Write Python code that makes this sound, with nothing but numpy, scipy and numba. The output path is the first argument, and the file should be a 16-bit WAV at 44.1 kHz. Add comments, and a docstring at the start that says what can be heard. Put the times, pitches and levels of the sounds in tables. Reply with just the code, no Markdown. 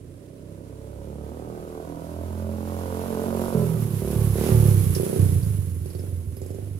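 """A narrow street: a single-cylinder four-stroke motorcycle accelerates and passes about three metres away.
Under throttle each firing pulse barks through the ringing modes of the silencer, with rasping gas noise.
Between throttle blips the revs sink and resonances of the pipe boom, down to a lumpy idle.
Filtered noise makes the hiss of chain and tyres and the ticking valve gear; decaying modes make metal clinks.
House fronts and a parked car throw the exhaust back; a faint hum of distant streets lies below."""
import sys
import numpy as np
from scipy import signal
from scipy.fft import rfft, irfft
from scipy.io import wavfile
from scipy.ndimage import uniform_filter1d, map_coordinates
from numba import njit

SR = 44100
rng = np.random.default_rng(int(sys.argv[2]) if len(sys.argv) > 2 else 0)


def generate_wav(sig):
    """Save sig (samples, or channels by samples) to the path in sys.argv[1] as 16-bit PCM at SR."""
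    pcm = np.round(np.clip(np.atleast_2d(sig).T, -1, 1) * 32767).astype(np.int16)
    wavfile.write(sys.argv[1], SR, pcm)


N = 299560
TIME = np.arange(N) / SR
# the ride: a straight line past the kerb, coming out from behind a parked car
ROAD_M_S, PASSES_S, KERB_M, CLEARS_CAR_S = 6.31, 4.832, 2.927, 2.69
REFERENCE_HZ = 36  # firing rate from which octaves of revs are counted


def undb(db):
    """Decibels to gain."""
    return 10 ** (np.asarray(db) / 20)


def curves(table):
    """The columns of a table, joined by straight lines in time."""
    s, *columns = np.transpose(table)
    return [np.interp(TIME, s, c) for c in columns]


def steady(x):
    """Hold the RMS level at 1 over a few engine cycles, keeping the single beats."""
    size = SR // 10
    power = uniform_filter1d(uniform_filter1d(x ** 2, size), size)
    return x / np.sqrt(np.maximum(power, 1e-18))


def colour(x, points, size=8192):
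    """Filter by (frequency [Hz], gain [dB]) points; minimum phase, so attacks stay sharp."""
    hz, db = np.transpose(points)
    f = np.maximum(np.arange(size // 2 + 1) * SR / size, 1)
    log_gain = np.log(undb(np.interp(np.log(f), np.log(hz), db)))
    cepstrum = irfft(log_gain)[:size // 2]
    response = irfft(np.exp(rfft(2 * cepstrum, size) - cepstrum[0]))
    response = response.reshape((1,) * (x.ndim - 1) + (-1,))
    return signal.oaconvolve(x, response, axes=-1)[..., :N]


def walk(rate):
    """Slow random curve with a spread near 1, drawn anew `rate` times a second."""
    size = int(SR / rate)
    held = np.repeat(rng.standard_normal(N // size + 1), size)
    return np.sqrt(2) * uniform_filter1d(uniform_filter1d(held, size), size)[:N]


@njit
def band(x, hz, width):
    """State-variable band-pass whose centre and width can move."""
    y, b, l = np.empty(len(x)), 0., 0.
    for i in range(len(x)):
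        g, k = np.tan(np.pi * hz[i] / SR), width[i] / hz[i]
        v = (b + g * (x[i] + 1e-18 - l)) / (1 + g * (g + k))
        b, l, y[i] = 2 * v - b, l + 2 * g * v, k * v
    return y


def ring(x, hz, width):
    """A resonance: a narrow band-pass, then a broad one that softens its onset."""
    centre = hz * np.ones(N)
    return band(band(x, centre, width * np.ones(N)), centre, centre)


def delay(x, ms):
    """Delay by a fixed or moving time."""
    return np.interp(TIME - ms / 1000, TIME, x, left=0)


def diffuse(spacing_m=0.18):
    """Noise from all sides at two spaced microphones: alike in the bass, unrelated in the treble."""
    alike = np.sinc(2 * spacing_m / 343 * np.arange(N // 2 + 1) * SR / N)
    mid, side = rfft(rng.standard_normal((2, N))) * np.sqrt([1 + alike, 1 - alike])
    return irfft([mid + side, mid - side], N) / np.sqrt(2)


def burst(phase, start, length):
    """A gate that opens at one crank position and dies away within the cycle; both in cycles."""
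    return np.exp(-((phase - start) % 1) / length)


def loudness(ride, db, load_db=0, octave_db=0, metre_db=0, hidden_db=0):
    """Gain of a layer: its level at the kerb, changed by load, revs, distance and the parked car's shadow."""
    rate, load, metres = ride
    octaves = np.log2(rate / REFERENCE_HZ)
    clearing_s = 0.12
    hidden = .5 - .5 * np.tanh((TIME - CLEARS_CAR_S) / clearing_s)
    level_db = db + load_db * load + octave_db * octaves
    level_db = level_db + metre_db * (metres - KERB_M) + hidden_db * hidden
    return undb(level_db) * KERB_M / metres


def crank(rate):
    """Engine cycles run so far: the speed wavers a little, and shudders at the top of the run."""
    start_cycles, hunt_cycles, hunt_per_s = .808, .011, 7
    shudder_s, shudder_length_s, shudder_hz, shudder_cycles = 3.21, .36, 4.75, .033
    since = TIME - shudder_s
    shudder = np.cos(2 * np.pi * shudder_hz * since) * np.exp(-(since / shudder_length_s) ** 4)
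    run = start_cycles + np.cumsum(rate) / SR
    return run + hunt_cycles * walk(hunt_per_s) - shudder_cycles * shudder


def throttle():
    """Load 0-1 and extra dB of bark, boom and drone: opening loads the engine, shutting makes the pipe boom."""
    # twists of the throttle: (opens [s], held [s], extra bark [dB],
    # surge of the boom on shutting [dB], surge of the drone on shutting [dB])
    twists = [(-.5, 4.045, 0, 12, 12), (4.0, .15, 2, 11.5, 3), (4.35, .16, 2.5, 16, 3),
              (4.96, .22, 3.5, 15, 4), (5.83, .23, 3, 6, -4), (6.34, .28, 6, 3, 3)]
    twist_s, unload_s, surge_s = .018, 0.016, 0.41  # ramp of a twist; decay of load; decay of surge
    load, bark_db, boom_db, drone_db = np.zeros((4, N))
    for opens, held, bark, boom, drone in twists:
        shuts = opens + held
        opened, shut = (np.clip((TIME - s) / twist_s + .5, 0, 1) for s in (opens, shuts))
        since = np.maximum(TIME - shuts, 0)
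        surge = shut * np.exp(-since / surge_s)
        # each twist takes over from the one before
        load += opened * (np.exp(-since / unload_s) - load)
        bark_db += opened * (bark - bark_db)
        boom_db += opened * (boom * surge - boom_db)
        drone_db += opened * (drone * surge - drone_db)
    return load, bark_db, boom_db, drone_db


def firings(phase, rate, scatter_db, idle_db, jitter_ms):
    """One pulse a cycle; combustion grows uneven as the revs drop to idle, and now and then fails."""
    # misfires with the throttle shut: time [s]
    misfires = [3.89, 4.809, 5.406, 6.209]
    misfire_s, misfire_db = 0.019, -13
    at = np.flatnonzero(np.diff(np.floor(phase)))
    chance = rng.standard_normal((len(at), 2))
    idle = np.interp(rate[at], [22, 34], [1, 0])
    missed = sum(np.exp(-((TIME[at] - s) / misfire_s) ** 2) for s in misfires)
    size = undb((scatter_db + idle_db * idle) * chance[:, 0] + misfire_db * missed)
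    late = (jitter_ms * SR / 1000 * chance[:, 1]).astype(int)
    return np.bincount(np.clip(at + late, 0, N - 1), size, N)


def exhaust(pulses, phase, ride, behind, bark_db):
    """Each firing cracks out of the pipe and rings the silencer; a puff of gas rasps after it."""
    # silencer modes: (frequency [Hz], width [Hz], relative level from ahead [dB], from behind [dB])
    silencer = [(255, 26, -22, 4), (287, 79, 7, 3.5), (372.2, 46, 4, 16.5), (439.6, 37, 7.5, 10),
                (494, 16.7, 4.5, 1), (543, 47, 11, -9.5), (583, 58, -3, -28), (661, 31, -17, -6),
                (932, 42, -5, -29)]
    # tone of the rasp: (frequency [Hz], gain [dB])
    rasp_tone = [(120, -0.5), (450, 2), (650, 4), (820, 0.5), (940, 3.5), (1130, -3.5), (1330, -7.5),
                 (1550, -6.5), (1800, -33), (3000, -56)]
    # tone of the bark: (frequency [Hz], gain [dB])
    bark_tone = [(600, 2), (950, -3.5), (1400, -21)]
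    rate, load, metres = ride

    # from ahead the pipe is also heard off the house front; that echo lags more as the motorcycle nears
    wall_m = 6.81  # sideways distance of the mirror image in the house front
    wall_ms = 1000 * (np.sqrt(metres ** 2 - KERB_M ** 2 + wall_m ** 2) - metres) / 343
    wall_gain = .55 * (1 - behind) * np.interp(metres, [6, 11], [.3, 1])
    blows = pulses + wall_gain * delay(pulses, wall_ms)
    # walls across the road: weaker and later
    blows = blows + .25 * (1 - .5 * behind) * delay(pulses, 7.5 + .5 * walk(4))
    # close by and past the microphones, garden walls fill the gaps between the firings
    close = np.maximum(np.interp(metres, [6, 9], [1, 0]), behind) * (.85 - .4 * behind)
    garden = .5 * delay(pulses, 9 + .6 * metres) + .45 * delay(pulses, 19.5 - .4 * metres)
    blows = blows + close * garden

    # higher revs favour the upper modes
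    bright = 2 * np.log2(np.maximum(rate, 30) / REFERENCE_HZ)
    # close by and from ahead, neighbouring modes swing in opposite senses, which softens the attack
    swing = 1 - 2 * np.interp(metres, [6.5, 8.5], [1, 0]) * (1 - behind)
    bark = 0
    for k, (hz, width, ahead_db, behind_db) in enumerate(silencer):
        mode_gain = (hz / 400) ** bright * undb(ahead_db + behind * (behind_db - ahead_db))
        bark = bark + swing ** (k % 2) * ring(blows, hz, width) * mode_gain
    bark = steady(colour(bark, bark_tone)) * undb(bark_db)

    # just past the parked car the pipe points at it; that echo recedes, so it sounds a little flat
    car_echo_db, car_aim_m, car_spread_m = -6, 3.58, 1.2
    past_m = ROAD_M_S * np.maximum(TIME - CLEARS_CAR_S, 0)
    car_ms = 2 * 1000 * past_m / 343
    aimed = np.exp(-((past_m - car_aim_m) / car_spread_m) ** 2)
    bark = (bark + undb(car_echo_db) * aimed * delay(bark, car_ms)) * undb(4.4 * aimed)

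    gas = (burst(phase, 0.03, 0.3) + 0.35) * rng.standard_normal(N)
    crack = np.interp(metres, [5, 9], [.6, 1.1]) * (1 - .3 * behind)
    rasp = steady(crack * steady(colour(blows, rasp_tone)) + .45 * steady(colour(gas, rasp_tone)))
    bark_gain = loudness(ride, db=-38.5, load_db=12.5, octave_db=9.5, metre_db=-0.0966, hidden_db=2.0)
    rasp_gain = loudness(ride, db=-43, load_db=4, octave_db=39, metre_db=0.3156, hidden_db=-2.5)
    return bark * bark_gain + rasp * rasp_gain


def pipe_notes(pulses, ride, boom_db, drone_db):
    """The pipe's low notes: a boom, lower and longer at idle, and a drone that follows the revs under load."""
    # tone of the boom: (frequency [Hz], gain [dB])
    boom_tone = [(170, 5), (280, -5), (1000, -35)]
    # tone of the drone: (frequency [Hz], gain [dB])
    drone_tone = [(230, 7), (320, -16), (1000, -17)]
    rate, load, metres = ride
    revs = rate / REFERENCE_HZ
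    pull = load * np.clip((rate - 24) / 8, 0, 1)
    boom = ring(pulses, 105 * revs ** .33, width=20 * revs ** 1.3)
    boom = steady(colour(boom, boom_tone)) * undb(boom_db - 8.1 * pull)
    boom = boom * loudness(ride, db=-26.5, octave_db=-3, metre_db=0.35)
    drone_hz = 158 + load * (4.7 * np.maximum(rate, 32) - 158)
    drone = ring(pulses, drone_hz, width=55 + 45 * load)
    drone = steady(colour(drone, drone_tone)) * undb(drone_db)
    # far off the drone is weaker and wavers
    fading_db = np.interp(metres, [6, 12], [0, 1]) * (1.5 * walk(9) - 4.5)
    drone = drone * undb(fading_db) * loudness(ride, db=-26.5, load_db=1.0, octave_db=12.5, metre_db=0.0982)
    return boom - drone  # neighbouring modes swing in opposite senses


def growl(phase, ride, behind, boom_db):
    """Overtones of the revs swell between firings: with the throttle shut, and close by from ahead."""
    # overtones: (multiple of the firing rate, relative level [dB], slope [dB per octave of revs])
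    overtones = [(9.17, -8.5, 54), (10.02, -1, 32), (11, -14, -3), (12, -9, 39), (12.8, -19, 25),
                 (13.81, -7.5, 30), (14.52, -17, 10), (16.5, -16, 18), (21.3, -23, 32), (23.8, -19, 31),
                 (31.4, -20, 35)]
    swell_cycle = 0.2935  # where in the cycle the growl swells, after the firing
    rate, load, metres = ride
    octaves = np.log2(rate / REFERENCE_HZ)
    close = np.interp(metres, [5, 7], [1, 0]) * (1 - behind)
    tones = 0
    for k, db, octave_db in overtones:
        tone_gain = undb(db + octave_db * octaves + walk(14))
        tones = tones + tone_gain * np.cos(2 * np.pi * k * (phase - swell_cycle) + .5 * walk(4))
    drive_db = np.maximum(.65 * boom_db, 6 * load * close)
    drive = undb(drive_db) * np.clip(boom_db / 3 + close, 0, 1)
    return tones * drive * loudness(ride, db=-35, metre_db=0.23)


def hum(phase):
    """The second harmonic of the firings carries far as a low hum."""
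    # RMS level of the hum, then smoothed: (time [s], level [dB])
    hum_level = [(0.3, -61), (0.9, -43), (1.25, -38.5), (1.6, -50), (2.0, -48), (2.2, -33.5), (2.47, -31),
                 (2.63, -35.5), (2.75, -32.5), (3.0, -34.5), (3.1, -41), (3.4, -34.5), (3.55, -43),
                 (3.9, -60), (4.05, -31.5), (4.6, -30.5), (4.9, -41), (5.2, -63)]
    gain = undb(uniform_filter1d(curves(hum_level)[0], size=SR // 20))
    return -np.sqrt(2) * np.sin(4 * np.pi * phase) * gain


def running_gear(phase, ride):
    """Chain and tyres hiss, sinking in pitch as they pass; the engine clatters at firings and valve shuttings."""
    # tone of the clatter: (frequency [Hz], gain [dB])
    clatter_tone = [(300, -31.5), (1000, 4.5), (1700, 1), (2600, -0.5), (4200, -3), (6000, -3.5),
                    (8000, -4), (11000, -12)]
    # tone of the hiss: (frequency [Hz], gain [dB])
    hiss_tone = [(3240, -47), (5500, -17), (8440, -8), (11100, 4.5), (14000, -9.5), (15100, -8),
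                 (15800, -31)]
    flare_s, flare_length_s, flare_db = 4.465, 0.089, 3.5  # the clatter flares briefly
    knocks = 0.097 * burst(phase, 0, 0.019) + 0.069 * burst(phase, 0.29, 0.038)
    grain = undb(0.99 * walk(400) + 1.6 * walk(14))
    sent = (TIME - (ride[2] - KERB_M) / 343) * SR  # sample being heard: Doppler
    still = colour(rng.standard_normal((2, N)), hiss_tone)
    hiss = np.array([map_coordinates(side, [sent], mode="mirror") for side in still])
    hiss = steady(hiss * grain * (1 + .5 * knocks))
    flare = undb(flare_db * np.exp(-((TIME - flare_s) / flare_length_s) ** 2))
    clatter = colour(rng.standard_normal((2, N)) * grain * (1 + knocks), clatter_tone)
    clatter = steady(clatter) * flare
    hiss_gain = loudness(ride, db=-34.0, load_db=0.0, octave_db=8.5, metre_db=-0.4526, hidden_db=-3.0)
    clatter_gain = loudness(ride, db=-41.5, load_db=1.0, octave_db=11.0, metre_db=0.1022, hidden_db=-3.5)
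    return hiss * hiss_gain + clatter * clatter_gain


def clinks():
    """Loose metal jolted by the road and the lumpy idle; each jolt scrapes and favours other modes."""
    # jolts: (time [s], gain [dB], where it rings most [Hz])
    jolts = [(4.949, -30.5, 5430), (5.25, -52, 8800), (5.427, -47, 4650), (5.467, -47.5, 7360),
             (5.857, -51, 4770), (5.901, -49, 4700), (5.948, -50.5, 4550), (5.9913, -50, 5350),
             (6.3663, -45, 12300), (6.416, -47.5, 7300), (6.4613, -51, 7500), (6.502, -52, 7400),
             (6.545, -53, 7000)]
    # modes of the metal: (frequency [Hz], relative level [dB])
    metal = [(4600, -5), (5150, 0.5), (5450, -8), (6080, -17), (7450, -8.5), (8900, -14), (11250, 10.5),
             (11780, -8)]
    t60_s, attack_s = .11, 0.00097
    favoured_octaves, spill = 0.073, 0.48  # spread of the favoured modes; share left to the others
    out, t = np.zeros((2, N + SR)), TIME[:SR // 5]
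    hz, db = np.transpose(metal)
    for s, level_db, centre_hz in jolts:
        favoured = np.exp(-(np.log2(hz / centre_hz) / favoured_octaves) ** 2)
        sizes = undb(db) * (spill + favoured)
        modes = sizes @ np.sin(2 * np.pi * (hz[:, None] * t + rng.random((2, len(hz), 1))))
        noise = rng.standard_normal((2, len(t)))
        centre, width = np.full(len(t), float(centre_hz)), np.full(len(t), centre_hz / 5)
        scrape = np.array([band(side, centre, width) for side in noise])
        hit = (.6 * modes + 2.2 * scrape + .5 * noise) * np.exp(-np.log(1000) * t / t60_s)
        i = int(s * SR)
        out[:, i:i + len(t)] += undb(level_db) * hit * np.minimum(t / attack_s, 1)
    return out[:, :N]


def street_echo(x, t60_s=0.93, gap_s=0.0091):
    """House fronts and parked cars scatter the sound into a short tail with little bass."""
    tail = diffuse() * np.exp(-np.log(1000) * TIME / t60_s) * np.clip(TIME / gap_s - .5, 0, 1)
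    tail = tail / np.sqrt(np.sum(tail[0] ** 2))
    tail = colour(tail, [(20, 0), (110, 2), (300, 5), (900, 5), (4000, 6), (16000, -11)])
    return signal.fftconvolve(x[None], tail[:, :SR], axes=1)[:, :N]


def neighbourhood():
    """A faint, nearly steady hum of distant streets: coloured diffuse noise."""
    # tone of the distant streets: (frequency [Hz], gain [dB])
    street_tone = [(15, -95), (25, -11), (71, -11), (202, -14.5), (278, -5), (515, -16.5), (811, -35.5),
                   (5280, -51), (10000, -37), (13500, -52), (15000, -85)]
    swell_db = walk(1)
    return steady(colour(diffuse(), street_tone)) * undb(-45 + swell_db)


def scene():
    """The motorcycle reaches the left microphone first, later the right; the echo counts most far off."""
    # engine speed: (time [s], firing rate [1/s])
    speed = [(0.0, 28.44), (0.27, 32.1), (0.9, 34.38), (1.55, 39.64), (2.11, 41.68), (2.41, 43.13),
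             (3.49, 45.53), (3.94, 34.08), (4.16, 37.32), (4.32, 33.57), (4.47, 38.96), (4.96, 28.98),
             (5.19, 32.51), (5.5, 25.36), (5.8, 20.44), (6.05, 23.51), (6.28, 19.22), (6.58, 25.06),
             (6.79, 23.89)]
    # gain of bark and rasp on the way up: (time [s], gain [dB])
    approach = [(0, -7), (.6, -2), (1.3, 2.5), (1.8, 1.5), (2.3, -2.5), (3.0, -0.5)]
    aim_rad, port_lag_ms = 0.94, 0.66  # turn of the microphone pair; largest lag between the two
    rate, = curves(speed)
    phase = crank(rate)
    load, bark_db, boom_db, drone_db = throttle()
    along = ROAD_M_S * (TIME - PASSES_S)
    metres = np.hypot(along, KERB_M)
    ride = rate, load, metres
    bearing = np.sin(np.arctan2(along, KERB_M) + aim_rad)
    behind = np.interp(bearing, [-.65, .15], [0, 1])  # share of the pipe mouth in view

    pulses = firings(phase, rate, scatter_db=.8, idle_db=1.2, jitter_ms=0.04)
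    pipe = pipe_notes(pulses, ride, boom_db, drone_db) + growl(phase, ride, behind, boom_db)
    pipe = pipe + exhaust(pulses, phase, ride, behind, bark_db) * undb(curves(approach)[0])
    echo = undb(-11.5 + .19 * metres)
    pipe = pipe / np.sqrt(1 + 3.0 * echo ** 2)  # make room for the echo
    near = pipe + hum(phase)
    lag_ms = port_lag_ms * bearing
    direct = np.array([delay(near, lag_ms / 2), delay(near, -lag_ms / 2)])
    return direct + street_echo(pipe * echo) + running_gear(phase, ride) + clinks() + neighbourhood()


def record(dry):
    """The left microphone is the weaker one over most of the range; the top is cut steeply."""
    left = colour(dry[0], [(15, -2.0), (150, -5.0), (1000, -4.5), (2500, -2.0), (5000, -2.5),
                           (8500, -3.5), (12000, -6.0), (17000, 2.0)])
    right = dry[1] * undb(2.0)
    top_hz = 15800
    steep = signal.ellip(10, .2, 70, top_hz, fs=SR, output="sos")
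    return signal.sosfilt(steep, np.array([left, right]))


dry = scene()
out = record(dry)
generate_wav(out)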